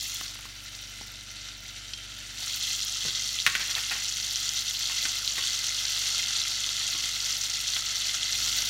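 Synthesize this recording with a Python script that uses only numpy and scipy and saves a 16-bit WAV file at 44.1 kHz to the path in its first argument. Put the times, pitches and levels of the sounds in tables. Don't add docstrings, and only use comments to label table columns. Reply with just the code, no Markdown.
import sys
import numpy as np
from scipy import signal
from scipy.fft import rfft, irfft
from scipy.io import wavfile

SR = 44100
rng = np.random.default_rng(int(sys.argv[2]) if len(sys.argv) > 2 else 0)


def unload_wav(signal):
    wavfile.write(
        sys.argv[1],
        SR,
        np.round(np.clip(np.atleast_2d(signal).T, -1, 1) * 32767).astype(np.int16),
    )


N = 383229
T = np.arange(N) / SR

# pitch_hz [Hz], density_db [dB per Hz]
OPEN_COLOUR = [(150, -36), (490, -28), (1100, -22), (1600, -21.5), (2400, -7), (3000, -2.5), (4200, 2),
               (5000, 0.5), (6600, 0), (8200, -11), (9800, -13), (10400, -21), (11300, -15.5), (15800, -25)]
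# pitch_hz [Hz], density_db [dB per Hz]
SCREENED_COLOUR = [(150, -19), (600, -15), (1150, -23), (1400, -10), (2400, -7), (3700, 0.5), (5100, -4),
                   (6000, -4), (7200, -7), (7900, -13), (9200, -14.5), (10400, -24), (11400, -19.5),
                   (15800, -37.5)]
# pitch_hz [Hz], width_hz [Hz], lift_db [dB]
OPEN_POT_MODES = [(740, 180, 5.5), (1070, 18, 1), (1312, 240, 8.5), (2020, 300, 9), (2270, 116, -15),
                  (2687, 94, 7), (3255, 215, 6.5), (4116, 160, 3.5), (4490, 180, 3), (4680, 140, -4),
                  (5980, 350, 3), (6500, 160, -6.5), (6840, 100, 5.5), (8650, 780, -1.5)]
# pitch_hz [Hz], width_hz [Hz], lift_db [dB]
COVERED_POT_MODES = [(707, 190, 3.2), (1358, 285, 8.5), (2063, 144, 7.6), (2660, 200, 4), (3050, 90, 5.7),
                     (4570, 84, 3.3), (5820, 150, 6), (7840, 200, 1)]
# [dB, relative to the sizzle, before a fixed trim]
SPRAY_LEVEL = [(0, -11), (.7, -13), (1.3, -19), (2.1, -21), (2.45, -10.5), (2.85, -17), (3.15, -22),
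               (4.4, -16.5), (5.5, -18.5), (6.4, -26), (7.45, -16), (8.25, -25), (8.42, -10.5), (8.69, -12)]
# start_s [s], level_db [dB, before echoes and band filter], pitch_hz [Hz]
POPS = [(3.3884, -12.5, 3290), (3.4014, -11, 4000), (3.752, -11, 3860), (4.0557, -16, 3990),
        (4.09, -16, 6060), (4.125, -16, 6010), (4.3098, -16, 4070), (4.3585, -9, 5700), (4.4918, -9, 6000),
        (4.7716, -20, 4600), (5.2771, -7.5, 4060), (5.8531, -13.5, 4170), (5.9206, -14, 5860),
        (6.642, -13, 3330), (6.691, -12, 3670), (7.2047, -12, 4500), (7.736, -14, 4070), (8.095, -13, 3430),
        (8.2311, -11, 3450)]
# start_s [s], level_db [dB], both before a small fixed shift
SPITS = [(2.848, -17), (4.6957, -22), (5.1537, -21), (5.8985, -21), (8.3966, -20)]
# [dB the clack gains, the thud loses]
TAPS = [(.210, -35.5, 3), (0.355, -49, 2), (.389, -44.5, 2), (.453, -44.5, 0), (1.011, -44, -5)]
# start_s [s], level_db [dB], thud_hz [Hz]
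BUMPS = [(3.049, -49, 150), (3.078, -52, 100)]
# [dB peak, before room echoes]
RIM_HITS = [(3.4649, -1.5), (3.4726, -13), (3.477, -10)]
# start_s [s], level_db [dB]
SCUFFS = [(3.592, -42), (3.684, -45), (3.757, -40), (3.905, -39), (3.944, -47)]
# start_s [s], level_db [dB],
# hardness_db [dB the clack gains, the thud loses], thud_hz [Hz]
KNOCKS = [(3.550, -39.5, 6, 200), (3.779, -44, 4, 150), (4.896, -44, -1, 330), (5.051, -40.5, 2.5, 340),
          (5.379, -37.5, -2.5, 494), (5.850, -50, 3, 350), (6.668, -52, -9, 360), (6.946, -44, -2, 280),
          (7.035, -56, -10, 260), (7.763, -46, 3.5, 300)]
# pitch_hz [Hz], density_db [dB per Hz]
KNOCK_COLOUR = [(150, -4), (370, -11.5), (520, -5), (750, 5), (1200, 3.5), (2000, -28.5), (5000, -16)]
# pitch_hz [Hz], density_db [dB per Hz]
CLACK_COLOUR = [(500, -31), (950, -8), (1450, 3.5), (2700, 7.5), (4000, -1.5), (6500, -8), (8000, -10.5),
                (16000, -22)]
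# pitch_hz [Hz], density_db [dB per Hz]
THUD_COLOUR = [(100, -12.5), (400, -8), (1500, -19.5), (5000, -47)]
# pitch_hz [Hz], width_hz [Hz], lift_db [dB]
HOLLOW_MODES = [(404, 95, 7), (1088, 93, 4.5), (1260, 110, 3), (1510, 170, 5), (1854, 83, 5)]
# pitch_hz [Hz], level_db [dB, before the blow's own level], t60_s [s]
KNOCK_RING = [(1095, -36.5, 0.17), (2148, -35, 0.22)]
# [dB peak of the tick, before its echoes and ring]
CLINK = (1.9354, -16)
# pitch_hz [Hz], density_db [dB per Hz]
TICK_COLOUR = [(600, -37), (1500, -22), (3100, 4), (4500, 1), (5900, 2), (7200, -28), (16000, -38)]
# pitch_hz [Hz], level_db [dB, relative to the tick], t60_s [s]
CLINK_RING = [(3150, -28.5, 1.1), (3220, -30, .5), (5770, -38, 0.57)]
# [dB rms, before waver and background gain]
HUM = [(49.2, -53), (98.5, -56.5), (120, -61), (157.2, -82.5), (197, -65), (295.7, -66)]
# pitch_hz [Hz], density_db [dB per Hz]
ROOM_COLOUR = [(20, -26), (42, -6), (64, 0), (80, -9), (110, -6), (145, -7.5), (175, -10.5), (215, -0.5),
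               (260, -6.5), (400, -10.5), (900, -14), (3000, -12), (16000, -30.5)]
# time_s [s], gain_db [dB]
BACKGROUND_GAIN = [(0, -1), (8.3, -2), (8.37, 2), (8.69, 1.5)]

SIZZLE_DB, GROWTH_DB_PER_S = -32.5, 0.3155
WAVER_DB, WAVERS_PER_S = 0.7, 7.7
WASH_PER_S = 0.032
# (start_s, end_s) of each move
TRAY_IN_S, TRAY_OUT_S = (0.083, 0.36), (2.31, 2.52)
TRAY_LOSS_DB, TRAY_LEAK_DB_PER_S = 9.5, 0.9


def sizzle():
    level_db, screen = frying()
    spray_db, = in_time(SPRAY_LEVEL)
    bursts = bubbles(631, 14400, per_s=11000, spread_db=4.0, top_db=19.0, cycles=12.1,
                     clump_db=1.68, wall_db=-6.5, wall_t60=0.015, count=20)
    near = through(bursts, echoes(0.053))
    wash = 0.78 * scatter(bursts, 0.11) + 0.43 * through(bursts, echoes(0.24))
    open_mix = bursts + from_db(-15) * near + from_db(-7.5) * wash
    direct = rms_one(through(open_mix, body(OPEN_COLOUR, OPEN_POT_MODES)))
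    screened_mix = bursts + from_db(-1) * wash
    around = rms_one(through(screened_mix, body(SCREENED_COLOUR, COVERED_POT_MODES)))
    fat = np.sqrt(1 - screen) * direct + np.sqrt(screen) * around
    spray = bubbles(8300, 14600, per_s=1100, spread_db=4.5, top_db=27.5, cycles=10,
                    clump_db=0.5, wall_db=0, wall_t60=0.047, count=4)
    return from_db(level_db) * (from_db(-1.25) * fat + from_db(spray_db - 3) * spray)


def frying():
    cover = ramp(*TRAY_IN_S) - ramp(*TRAY_OUT_S)
    loss_db = cover * (TRAY_LOSS_DB - TRAY_LEAK_DB_PER_S * (T - TRAY_IN_S[1]))
    waver_db = WAVER_DB * drift(WAVERS_PER_S)
    level_db = SIZZLE_DB + GROWTH_DB_PER_S * T + waver_db - loss_db
    return level_db, np.clip(cover + WASH_PER_S * T, 0, 1)


def bubbles(low_hz, high_hz, per_s, spread_db, top_db, cycles, clump_db, wall_db, wall_t60, count=16):
    out = np.zeros(N)
    chance = per_s / count / SR * from_db(clump_db * drift(70))
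    for hz in np.geomspace(low_hz, high_hz, count):
        born = rng.random(N) < chance
        sizes = from_db(np.minimum(spread_db * rng.exponential(1, N), top_db))
        clicks = born * sizes * np.sign(rng.random(N) - .5)
        heard = clicks + from_db(wall_db) * scatter(clicks, wall_t60)
        band = rms_one(through(heard, np.diff(ring(hz, cycles))))
        out += np.sqrt(hz) * band
    return rms_one(out)


def pops():
    out = np.zeros(N)
    for s, db, hz in POPS:
        add(out, s, from_db(db) * burst(hz, cycles=17, wall_db=-21.0, wall_t60=0.043))
    band = signal.butter(3, [2400, 8000], "band", fs=SR, output="sos")
    out = signal.sosfilt(band, out + 1e-18)
    for s, db in SPITS:
        spit = burst(11800, cycles=9.8, wall_db=-3, wall_t60=.025)
        add(out, s + 0.001, from_db(db + 0.5) * spit)
    return out


def burst(hz, cycles, wall_db, wall_t60, size=2048):
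    paths = signal.unit_impulse(size) + from_db(wall_db) * echoes(wall_t60, size=size)
    return through(paths, ring(hz, cycles))


def ring(hz, cycles, size=1024):
    t = T[:size]
    wave = np.sin(2 * np.pi * hz * t) * from_db(-60 * t * hz / cycles)
    return wave / np.abs(wave).max()


def handling():
    out = np.zeros(N)
    for s, db, hard_db in TAPS:
        tap = contact(rise=0.0016, t60=0.015, strike_db=21, clack_db=hard_db, thud_db=-9.5 - hard_db,
                      thud_hz=240, ring_db=-18, grain_db=2.5)
        add(out, s, from_db(db) * tap)
    for s, db, hz in BUMPS:
        bump = contact(rise=0.00296, t60=.12, strike_db=17, clack_db=11.5, thud_db=8,
                       thud_hz=hz, ring_db=2, grain_db=2.5)
        add(out, s, from_db(db) * bump)
    for s, db in SCUFFS:
        scuff = contact(rise=0.0078, t60=.18, strike_db=4, clack_db=9.5, thud_db=-20,
                        thud_hz=261, ring_db=-8, grain_db=5.0)
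        add(out, s, from_db(db) * scuff)
    for s, db, hard_db, hz in KNOCKS:
        knock = contact(rise=0.0023, t60=0.077, strike_db=20.5, clack_db=9.5 + hard_db,
                        thud_db=-7 - hard_db, thud_hz=hz, ring_db=1.5, grain_db=2.0)
        add(out, s, from_db(db) * knock)
    shudder = contact(rise=0.0006, t60=.08, strike_db=3, clack_db=15.5, thud_db=-8.0,
                      thud_hz=110, ring_db=-3, grain_db=4.0)
    add(out, RIM_HITS[0][0], from_db(-33.5) * shudder)
    clack = body(CLACK_COLOUR, HOLLOW_MODES)
    for s, db in RIM_HITS:
        add(out, s, from_db(db) * clack / np.abs(clack).max())
    return out + from_db(-8.0) * through(out, echoes(0.72))


def contact(rise, t60, strike_db, clack_db, thud_db, thud_hz, ring_db, grain_db, size=16384):
    t = T[:size]
    force = np.minimum(t / rise, from_db(-60 * (t - rise) / t60))
    grain = from_db(grain_db * np.minimum(rng.exponential(1, size), 4))
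    touches = force * rms_one(rng.standard_normal(size) * grain)
    touches[int(rise * SR)] += from_db(strike_db)
    hollow = body(KNOCK_COLOUR, HOLLOW_MODES)
    clack = from_db(clack_db) * body(CLACK_COLOUR, HOLLOW_MODES)
    thud = from_db(thud_db) * body(THUD_COLOUR, [(thud_hz, 0.74 * thud_hz, 14)])
    note = ringing(KNOCK_RING, t)
    return through(touches, hollow + clack + thud) + from_db(ring_db) * through(touches, note)


def clink():
    s, peak_db = CLINK
    out = np.zeros(N)
    tick = body(TICK_COLOUR)
    tick = tick / np.abs(tick).max()
    add(out, s, tick + from_db(-1.5) * through(tick, echoes(0.028)))
    add(out, s, ringing(CLINK_RING, T[:SR]))
    return from_db(peak_db) * out


def kitchen():
    hum = np.zeros(N)
    for hz, db in HUM:
        level = from_db(db + 0.38 * drift(4.7)) * np.sqrt(2)
        phase = 2 * np.pi * (hz * T + rng.random()) + 0.087 * drift(6.1)
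        hum += level * np.sin(phase)
    air = from_db(-57.5) * rms_one(through(rng.standard_normal(N), body(ROOM_COLOUR)))
    gain_db, = in_time(BACKGROUND_GAIN)
    return from_db(gain_db) * (hum + air)


def ringing(modes, t):
    return sum(from_db(db - 60 * t / t60) * np.sin(2 * np.pi * hz * t) for hz, db, t60 in modes)


def body(spectrum, modes=(), size=4096):
    hz = np.maximum(np.fft.rfftfreq(size, 1 / SR), 1)
    points = np.array(spectrum)
    db = np.interp(np.log(hz), np.log(points[:, 0]), points[:, 1])
    for centre, width, lift in modes:
        db = db + lift / (1 + (2 * (hz - centre) / width) ** 2)
    cepstrum = irfft(np.log(from_db(db)))
    cepstrum[1:size // 2] *= 2
    cepstrum[size // 2 + 1:] = 0
    response = irfft(np.exp(rfft(cepstrum)))
    return response / np.linalg.norm(response)


def echoes(t60, size=16384):
    tail = rng.standard_normal(size) * from_db(-60 * T[:size] / t60)
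    return tail / np.linalg.norm(tail)


def scatter(clicks, t60, size=8192):
    decay = from_db(-120 * T[:size] / t60)
    power = through(clicks ** 2, decay / decay.sum())
    return np.sqrt(np.maximum(power, 0)) * rng.standard_normal(len(clicks))


def through(x, response):
    return signal.oaconvolve(x, response)[:len(x)]


def drift(per_s):
    knots = rng.standard_normal(N // 10)
    return rms_one(np.interp(T * per_s, np.arange(len(knots)), knots))


def ramp(start, end):
    return np.clip((T - start) / (end - start), 0, 1)


def in_time(rows):
    s, *columns = np.transpose(rows)
    return [np.interp(T, s, c) for c in columns]


def from_db(db):
    return 10 ** (np.asarray(db) / 20)


def rms_one(x):
    return x / np.sqrt(np.mean(x ** 2) + 1e-20)


def add(out, s, sound):
    at = int(s * SR)
    out[at:at + len(sound)] += sound[:N - at]


def scene():
    return (sizzle() + pops() + handling() + clink() + kitchen())[None, :]


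def record(dry):
    return signal.sosfilt(signal.ellip(12, .1, 80, 15800, fs=SR, output="sos"), dry)


dry = scene()
out = record(dry)
unload_wav(out)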